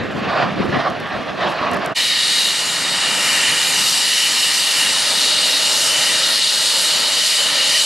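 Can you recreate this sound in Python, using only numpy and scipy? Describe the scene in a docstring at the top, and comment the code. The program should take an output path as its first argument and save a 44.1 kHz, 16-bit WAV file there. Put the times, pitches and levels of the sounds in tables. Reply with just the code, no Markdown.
"""Taxiing military jet

A twin-engined military jet taxis on an airfield, heard from two places joined by a brief fade.
Far off and side-on, its exhaust roar is shaped noise swelling in drifting air; low noise buffets the
microphone as wind, and short bursts of noise make the clicks of camera shutters.
Close and nose-on, noise bands and wavering tones make the whine of the intakes, with broadband hiss
over a low exhaust rumble; the engines speed up slightly near the end."""
import sys
import numpy as np
from scipy import signal
from scipy.fft import rfft, irfft, next_fast_len
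from scipy.io import wavfile
from scipy.ndimage import uniform_filter1d, map_coordinates

SR = 44100
rng = np.random.default_rng(int(sys.argv[2]) if len(sys.argv) > 2 else 0)


def to_wav(sig):
    """Store sig (one row per channel, or 1-D mono) as 16-bit WAV at the path in sys.argv[1].

    Samples outside -1..1 are clipped; the rate is SR.
    """
    pcm = np.clip(np.atleast_2d(sig), -1, 1) * 32767
    pcm = np.round(pcm).astype(np.int16)
    wavfile.write(sys.argv[1], SR, pcm.T)  # frames by channels


N = 346185

CLOSE_S = 1.945  # the close view begins

# Likeness of left and right in distant sound. Each row: frequency in Hz, correlation (no unit).
FAR_ALIKE = [(100, .7), (280, 0.61), (640, 0.93), (1400, 0.96), (3000, 0.97)]
# Likeness of left and right in close sound. Each row: frequency in Hz, correlation (no unit).
NEAR_ALIKE = [(60, 0.93), (290, 0.91), (700, 0.94), (1100, 0.97), (1400, .999), (4000, 0.96), (7000, 0.95),
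              (7600, 1)]


def amp(db):
    """Decibels to amplitude ratio: 20 dB is a factor of ten."""
    return 10 ** (np.asarray(db) / 20)


def unit(x):
    """Normalisation to a root-mean-square value of 1."""
    return x / np.sqrt(np.mean(x ** 2) + 1e-20)


def clock():
    """Sampled time in seconds."""
    return np.arange(N) / SR


def since_close():
    """Elapsed time in seconds of the close view, zero before it."""
    return np.maximum(clock() - CLOSE_S, 0)


def along(points, hz):
    """Interpolation of (Hz, value) points on a logarithmic frequency axis."""
    f, v = np.transpose(points)
    return np.interp(np.log(hz + 1), np.log(f + 1), v)


def curve(rows):
    """Linear interpolation of (seconds, value) rows at every sample."""
    s, v = np.transpose(rows)
    return np.interp(clock(), s, v)


def wobble(rate):
    """Slow random fluctuation: a spline through random knots, rate of them a second."""
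    knots = rng.standard_normal(int(N * rate / SR) + 4)
    return map_coordinates(knots, [np.arange(N) * rate / SR])


def filtered(x, response):
    """Linear filtering: the spectrum of x times a response of frequency."""
    m = next_fast_len(N + SR // 2)
    hz = np.fft.rfftfreq(m, 1 / SR)
    return irfft(rfft(x, m) * response(hz), m)[..., :N]


def slope(points):
    """Broadband spectral gain that falls 12 dB per octave further below its first point."""
    return lambda hz: amp(along(points, hz)) * np.minimum(hz / points[0][0], 1) ** 2


def humps(bands):
    """Incoherent addition: the powers of separate noise bands add."""
    def gain(hz):
        power = sum(amp(db) ** 2 / (1 + 2 * ((hz - c) / w) ** 2) ** 2 for c, w, db in bands)
        return np.sqrt(power)
    return gain


def rush(colour, alike, patchy_db):
    """Turbulence noise: stereo, of rms 1, with patches of random gain in time and frequency."""
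    z = signal.stft(rng.standard_normal((2, N)), nperseg=512)[2]
    field = rng.standard_normal(z.shape[1:])
    field = uniform_filter1d(uniform_filter1d(field, size=7, axis=0), size=16, axis=1)
    pair = signal.istft(z * amp(patchy_db * unit(field)), nperseg=512)[1][:, :N]

    def mid_side_gain(hz):
        # the split between mid and side sets the correlation of left and right
        angle = np.arccos(np.clip(along(alike, hz), -1, 1)) / 2
        return colour(hz) * np.array([np.cos(angle), np.sin(angle)])

    mid, side = filtered(pair, mid_side_gain)
    return unit(np.array([mid + side, mid - side]))


def panned(x, db):
    """Stereo placing by a level difference, left minus right in dB."""
    return x * amp(np.array([db, -db]).reshape(2, -1) / 2)


def surges(rows, attack_s, release_s, lead_s=0):
    """Incoherent addition, in dB over a base: each surge rises, holds and dies away; powers add."""
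    t = clock() + lead_s
    power = 1
    for s, hold, db in rows:
        rise = np.minimum(t - s, 0) / attack_s
        fall = np.maximum(t - s - hold, 0) / release_s
        power = power + (amp(db) * np.exp(rise - fall)) ** 2
    return 10 * np.log10(power)


def ducted(colour):
    """Waveguide cutoff: the intake ducts let little out at low frequencies."""
    duct_hz = 1670
    return lambda hz: colour(hz) / np.sqrt(1 + (duct_hz / (hz + 1)) ** 20)


def spun(pair, spin):
    """Frequency scaling: noise read at the pace of the rotor, so that its pitch follows engine speed."""
    return unit(np.array([map_coordinates(x, [spin], order=5, mode="wrap") for x in pair]))


def intakes():
    """Rotor noise: blades chop the inflow into whine that follows engine speed, under broadband hiss."""
    # Engine speed. Each row: time in seconds, speed as a share of idle (no unit).
    engine_speed = [(2, 1), (4.4, .999), (6.1, 1.001), (6.45, 1.004), (6.9, 1.009), (7.3, 1.012),
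                    (7.85, 1.013)]
    speed = curve(engine_speed)
    spin = np.cumsum(speed)  # turning of the rotors, in samples at idle
    shimmer = wobble(22)  # hot air disturbs the short waves most
    whine = (fan_whine(speed, spin) + compressor_whine(spin)) * amp(0.17 * shimmer)
    pan_db = -0.65 + 0.06 * since_close()  # the whine drifts left as the jet rolls
    return panned(whine, pan_db) + inflow_hiss(spin) * amp(0.35 * shimmer)


def fan_whine(speed, spin):
    """Blade-passing noise: broad bands with wavering tones among them."""
    # Level of the fan before its trim. Each row: time in seconds, level in dB.
    fan_level = [(1.98, -20.5), (2.03, -22), (2.7, -25.5), (3.45, -18), (3.92, -23), (4.15, -20),
                 (4.63, -22.5), (4.77, -20.5), (5.14, -24), (5.54, -22.5), (5.79, -24), (6.07, -20),
                 (6.65, -25), (6.96, -23), (7.8, -20), (7.85, -24.5)]
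    # Bands of fan noise at idle. Each row: centre in Hz, nominal width in Hz, relative level in dB.
    fan_bands = [(2854, 216, -2), (2984, 46, -2.5), (3090, 120, -8)]
    # Lower bands of fan noise at idle. Each row: centre in Hz, nominal width in Hz, relative level in dB.
    low_bands = [(1879, 240, 2), (2184, 170, -2.5), (2396, 140, -1.5)]
    # Blade tones. Each row: frequency at idle in Hz, mean peak level against the fan noise in dB,
    # gain in dB once the engines turn 1 % faster.
    tone_rows = [(2386, -12.5, -9), (3002, -7, 3.5), (3817, -12.5, 0), (4772, -13, -5)]
    fan_db = curve(fan_level) - 1.84
    low_db = fan_db - 3 - 0.44 * since_close()  # the low bands fade as the nose swings away
    low_fan = amp(low_db) * spun(rush(ducted(humps(low_bands)), NEAR_ALIKE, patchy_db=1), spin)
    fan = amp(fan_db) * spun(rush(humps(fan_bands), NEAR_ALIKE, patchy_db=0.9), spin)
    throttle = np.interp(speed, [1, 1.01], [0, 1])
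    tones = 0
    for hz, db, gain_db in tone_rows:
        tone_db = fan_db + db + gain_db * throttle + 3.1 * wobble(5)
        tones = tones + amp(tone_db) * blade_tone(hz, spin)
    return low_fan + fan + tones


def blade_tone(hz, spin):
    """Phase modulation: a rotor's sine tone is shaken by the air on the way."""
    shake_rad = hz / 3000 * (.9 * wobble(6) + .35 * wobble(60))
    return np.sin(2 * np.pi * hz * spin / SR + shake_rad)


def compressor_whine(spin):
    """Blade-passing noise of the compressor, with one narrow band that is directional."""
    # Level of the compressor before its trim. Each row: time in seconds, level in dB.
    compressor_level = [(2.0, -20), (2.41, -17.5), (2.63, -24), (3.07, -21.5), (3.16, -25), (3.94, -20.5),
                        (4.39, -21), (4.64, -19), (4.78, -22), (5.37, -16.5), (5.91, -22), (6.4, -17),
                        (6.77, -19), (7.85, -18.5)]
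    # Bands of compressor noise at idle. Each row: centre in Hz, nominal width in Hz, relative level in dB.
    compressor_bands = [(3420, 310, -10), (3680, 220, -8.5), (3788, 82, -0.5), (4213, 320, -3),
                        (4520, 190, -9), (4746, 150, -5), (5350, 180, -14.5)]
    compressor_db = curve(compressor_level) - 1
    compressor = amp(compressor_db) * spun(rush(humps(compressor_bands), NEAR_ALIKE, patchy_db=0), spin)
    # a narrow band near 3.8 kHz beams straight ahead and is lost as the nose swings away
    beam_db = compressor_db + np.interp(clock(), [2.45, 2.75], [-7, -17])
    beam = amp(beam_db) * spun(rush(humps([(3834, 110, 0)]), NEAR_ALIKE, patchy_db=-2.0), spin)
    return compressor + beam


def inflow_hiss(spin):
    """Turbulence noise of the inflow, with high blade bands that rise and fall with it."""
    # Level of the hiss before its trims. Each row: time in seconds, level in dB.
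    hiss_level = [(2.02, -25.5), (2.16, -27), (2.37, -24), (2.88, -27.5), (3.34, -22), (3.59, -23.5),
                  (3.89, -20.5), (4.14, -23), (4.34, -21.5), (5.54, -23.5), (5.8, -20.5), (6.35, -24),
                  (6.85, -21), (7.03, -25.5), (7.25, -21.5), (7.61, -24.5), (7.69, -22), (7.82, -21.5)]
    # Spectrum of the hiss. Each row: frequency in Hz, relative density in dB.
    hiss_spectrum = [(1500, -17), (3000, -4), (5000, 3.5), (6300, -1), (7700, 0.5), (8300, 1), (9200, 0),
                     (10000, -7.5), (11500, -21), (14000, -48), (16000, -80)]
    # Spectrum of the finest hiss. Each row: frequency in Hz, relative density in dB.
    spray_spectrum = [(7500, -18), (9500, 1), (10300, 0), (11200, -0.5), (12200, -8), (13200, -10),
                      (14200, -22), (15000, -37)]
    # Upper blade bands at idle. Each row: centre in Hz, nominal width in Hz, relative level in dB.
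    upper_bands = [(5300, 160, 0.5), (5940, 300, -1.5), (6660, 170, -2), (7180, 250, -0.5)]
    hiss_db = curve(hiss_level)
    hiss = amp(hiss_db + 1) * rush(ducted(slope(hiss_spectrum)), NEAR_ALIKE, patchy_db=1.55)
    upper = amp(hiss_db - 6.5) * spun(rush(humps(upper_bands), NEAR_ALIKE, patchy_db=1.5), spin)
    # the finest hiss swings wider than the rest
    swing_db = hiss_db - hiss_db[clock() > CLOSE_S].mean()
    spray_db = -32 + 1.2 * swing_db + 1.0 * wobble(12)
    spray = amp(spray_db) * rush(slope(spray_spectrum), NEAR_ALIKE, patchy_db=2.0)
    return upper + hiss + spray


def exhaust():
    """Jet-noise directivity: rumble and roar swell together; the roar changes colour in the turn."""
    # Level of the exhaust before its trims. Each row: time in seconds, level in dB.
    exhaust_level = [(2.05, -36), (2.08, -37.5), (3.1, -31.5), (3.8, -33.5), (4.03, -36.5), (4.72, -35.5),
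                     (4.8, -33.5), (6.27, -33.5), (6.45, -39.5), (6.53, -35.5), (7.08, -34), (7.35, -38.5),
                     (7.4, -33.5), (7.65, -33.5), (7.75, -36)]
    # Spectrum of the rumble. Each row: frequency in Hz, relative density in dB.
    rumble_spectrum = [(15, -59), (25, -30), (124, -10), (162, -3.5), (228, -6), (283, -2), (351, -8),
                       (452, -7.5), (520, -4), (680, -6.5), (1140, -120)]
    # Spectrum of the roar before the turn. Each row: frequency in Hz, relative density in dB.
    ahead_spectrum = [(250, -45), (420, -8), (466, -21.5), (513, -14), (566, -9.5), (616, -10.5), (905, -2),
                      (1090, -7), (1260, -2.5), (1590, -5.5), (1800, -4), (2340, -16), (3960, -120)]
    # Spectrum of the roar after the turn. Each row: frequency in Hz, relative density in dB.
    abeam_spectrum = [(250, -47), (420, -7.5), (444, -9), (533, -1.5), (605, 0.5), (647, 0), (696, -9.5),
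                      (888, -1.5), (1110, -5.5), (1320, 0), (1460, -3), (1620, -2.5), (1800, -8),
                      (2340, -45), (3960, -120)]
    level_db = curve(exhaust_level)
    turn = np.clip((clock() - 4.3) / 1.72, 0, 1) * np.pi / 2  # equal-power crossfade
    ahead = rush(slope(ahead_spectrum), NEAR_ALIKE, patchy_db=0.94)
    abeam = rush(slope(abeam_spectrum), NEAR_ALIKE, patchy_db=0.94)
    roar = amp(level_db + 4.5) * (np.cos(turn) * ahead + np.sin(turn) * abeam)
    rumble_db = level_db - 2 - 0.62 * since_close()  # the rumble thins as the aircraft turns
    return roar + amp(rumble_db) * rush(slope(rumble_spectrum), NEAR_ALIKE, patchy_db=1.0)


def distant_jet():
    """Interference and drift: ground reflection ripples the roar's spectrum; drifting air swells it."""
    # Swells of the roar. Each row: start in seconds, hold in seconds, level over the lull in dB.
    swell_rows = [(.27, 0.069, 6.5), (.33, 0.12, 9), (.62, .02, 5.5), (.75, 0.12, 9.5), (1.13, .07, -2),
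                  (1.44, .1, 10.5), (1.61, 0.14, 6.5), (1.85, 0.049, 4)]
    # Spectrum of the roar. Each row: frequency in Hz, relative density in dB.
    roar_spectrum = [(200, -24), (300, -13.5), (470, -11), (620, -1), (700, 0.5), (810, -4.5), (930, -8.5),
                     (1130, -2), (1300, -8.5), (1500, -16), (2200, -42), (6000, -120)]
    # Spectrum of its treble. Each row: frequency in Hz, relative density in dB.
    treble_spectrum = [(1200, -8), (1500, -2), (1750, 0.5), (2200, -6.5), (2600, -6), (3300, -10),
                       (4400, -15), (5500, -23.5), (7200, -35.5), (10000, -56), (15000, -62)]
    attack_s, release_s = 0.032, 0.057
    roar_db = -29.5 + surges(swell_rows, attack_s, release_s)
    # the treble swells less, and slightly earlier
    treble_db = -30.5 + 0.63 * surges(swell_rows, attack_s, release_s, lead_s=0.019)
    roar = amp(roar_db) * rush(slope(roar_spectrum), FAR_ALIKE, patchy_db=1.5)
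    treble = amp(treble_db) * rush(slope(treble_spectrum), FAR_ALIKE, patchy_db=1.64)
    return panned((roar + treble) * amp(1.3 * wobble(44.7)), db=-1)


def wind():
    """Turbulent pressure: eddies hit each microphone port separately, over a faint hiss in the grass."""
    # Gusts. Each row: start in seconds, hold in seconds, level over the breeze in dB.
    gust_rows = [(.06, .02, 2.5), (.24, 0.054, 2.5), (.6, 0.083, 7.5), (.7, 0.082, 3.5), (1.15, .02, 1),
                 (1.29, .03, -1), (1.73, 0.055, 4)]
    # Spectrum of the buffeting. Each row: frequency in Hz, relative density in dB.
    buffet_spectrum = [(25, -30), (45, -21), (85, -10.5), (140, -2.5), (190, 0), (260, -1.5), (400, -4.5),
                       (540, -5), (750, -31), (1200, -120)]
    breeze_db = -25.5 - 3 * clock()  # the breeze dies down
    wind_db = breeze_db + surges(gust_rows, attack_s=0.035, release_s=.035)
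    lumps = amp(2.5 * np.array([wobble(54.44), wobble(55.8)]))
    buffet_alike = [(60, 0.75), (130, 0.66), (290, 0.27)]  # (Hz, correlation)
    eddies = rush(slope(buffet_spectrum), buffet_alike, patchy_db=1.5)
    buffet = amp(wind_db) * unit(lumps * eddies)
    grass_colour = slope([(5000, 6.5), (10500, -4.5), (15000, -14)])
    grass = amp(-53.5 + 2 * wobble(120)) * rush(grass_colour, FAR_ALIKE, patchy_db=-2.5)
    return buffet + grass


def shutters():
    """Impulsive excitation: small dry camera clicks decay exponentially, with one soft rustle."""
    # Clicks. Each row: start in seconds, initial level before a trim in dB, 60 dB decay time in seconds.
    click_rows = [(.901, -30, .018), (1.001, -28, .02), (1.714, -23, .018), (1.734, -23, .02),
                  (1.743, -24, .025), (1.768, -27, .015), (1.845, -37, .06), (1.861, -14.5, .008),
                  (1.873, -38, .03)]
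    t = clock()
    level = sum(amp(db - 8.5 - 60 * np.abs(t - s) / t60) * (t >= s) for s, db, t60 in click_rows)
    rustle = amp(-46) * np.exp(-((t - 1.505) / .03) ** 2)
    colour = slope([(3000, -8), (6500, 0.0), (8500, -4), (10300, -2), (12500, -10), (15000, -19.5)])
    return (level + rustle) * unit(filtered(rng.standard_normal(N), colour))


def ports(hz):
    """Interchannel level and phase difference: the left and right responses of the microphone."""
    # Each row: frequency in Hz, left minus right level in dB, phase by which left leads in radians.
    port_rows = [(80, 0.5, -0.012), (340, -1, -0.37), (700, -2, -0.31), (1100, -2, -.26),
                 (1280, -1.1, 0.047), (2500, 1, -0.079), (4250, 0.5, -0.24), (4800, 3, -.15),
                 (5450, 1, -0.17), (6700, -1, -.24), (7300, -1.8, -.1), (7800, 0, 0)]
    f, db, lead = np.transpose(port_rows)
    half = amp(np.interp(hz, f, db) / 2) * np.exp(1j * np.interp(hz, f, lead) / 2)
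    return np.array([half, 1 / half])


def scene():
    """Superposition of the sources: the far view fades out just before the close one fades in."""
    t = clock()
    fade_out = np.clip((CLOSE_S - t) / .022, 0, 1) ** 1.3
    fade_in = np.clip((t - CLOSE_S) / .026, 0, 1) ** 1.4
    close = exhaust() + intakes()
    far = distant_jet() + wind() + shutters()
    return fade_out * far + fade_in * close


def record(dry):
    """Saturation and band limiting: the ports colour the sound, high peaks are rounded, the top is cut."""
    x = filtered(dry, ports)
    x = x / (1 + np.abs(x / .68) ** 8) ** (1 / 8)
    return filtered(x, lambda hz: hz < 14900)


dry = scene()
out = record(dry)
to_wav(out)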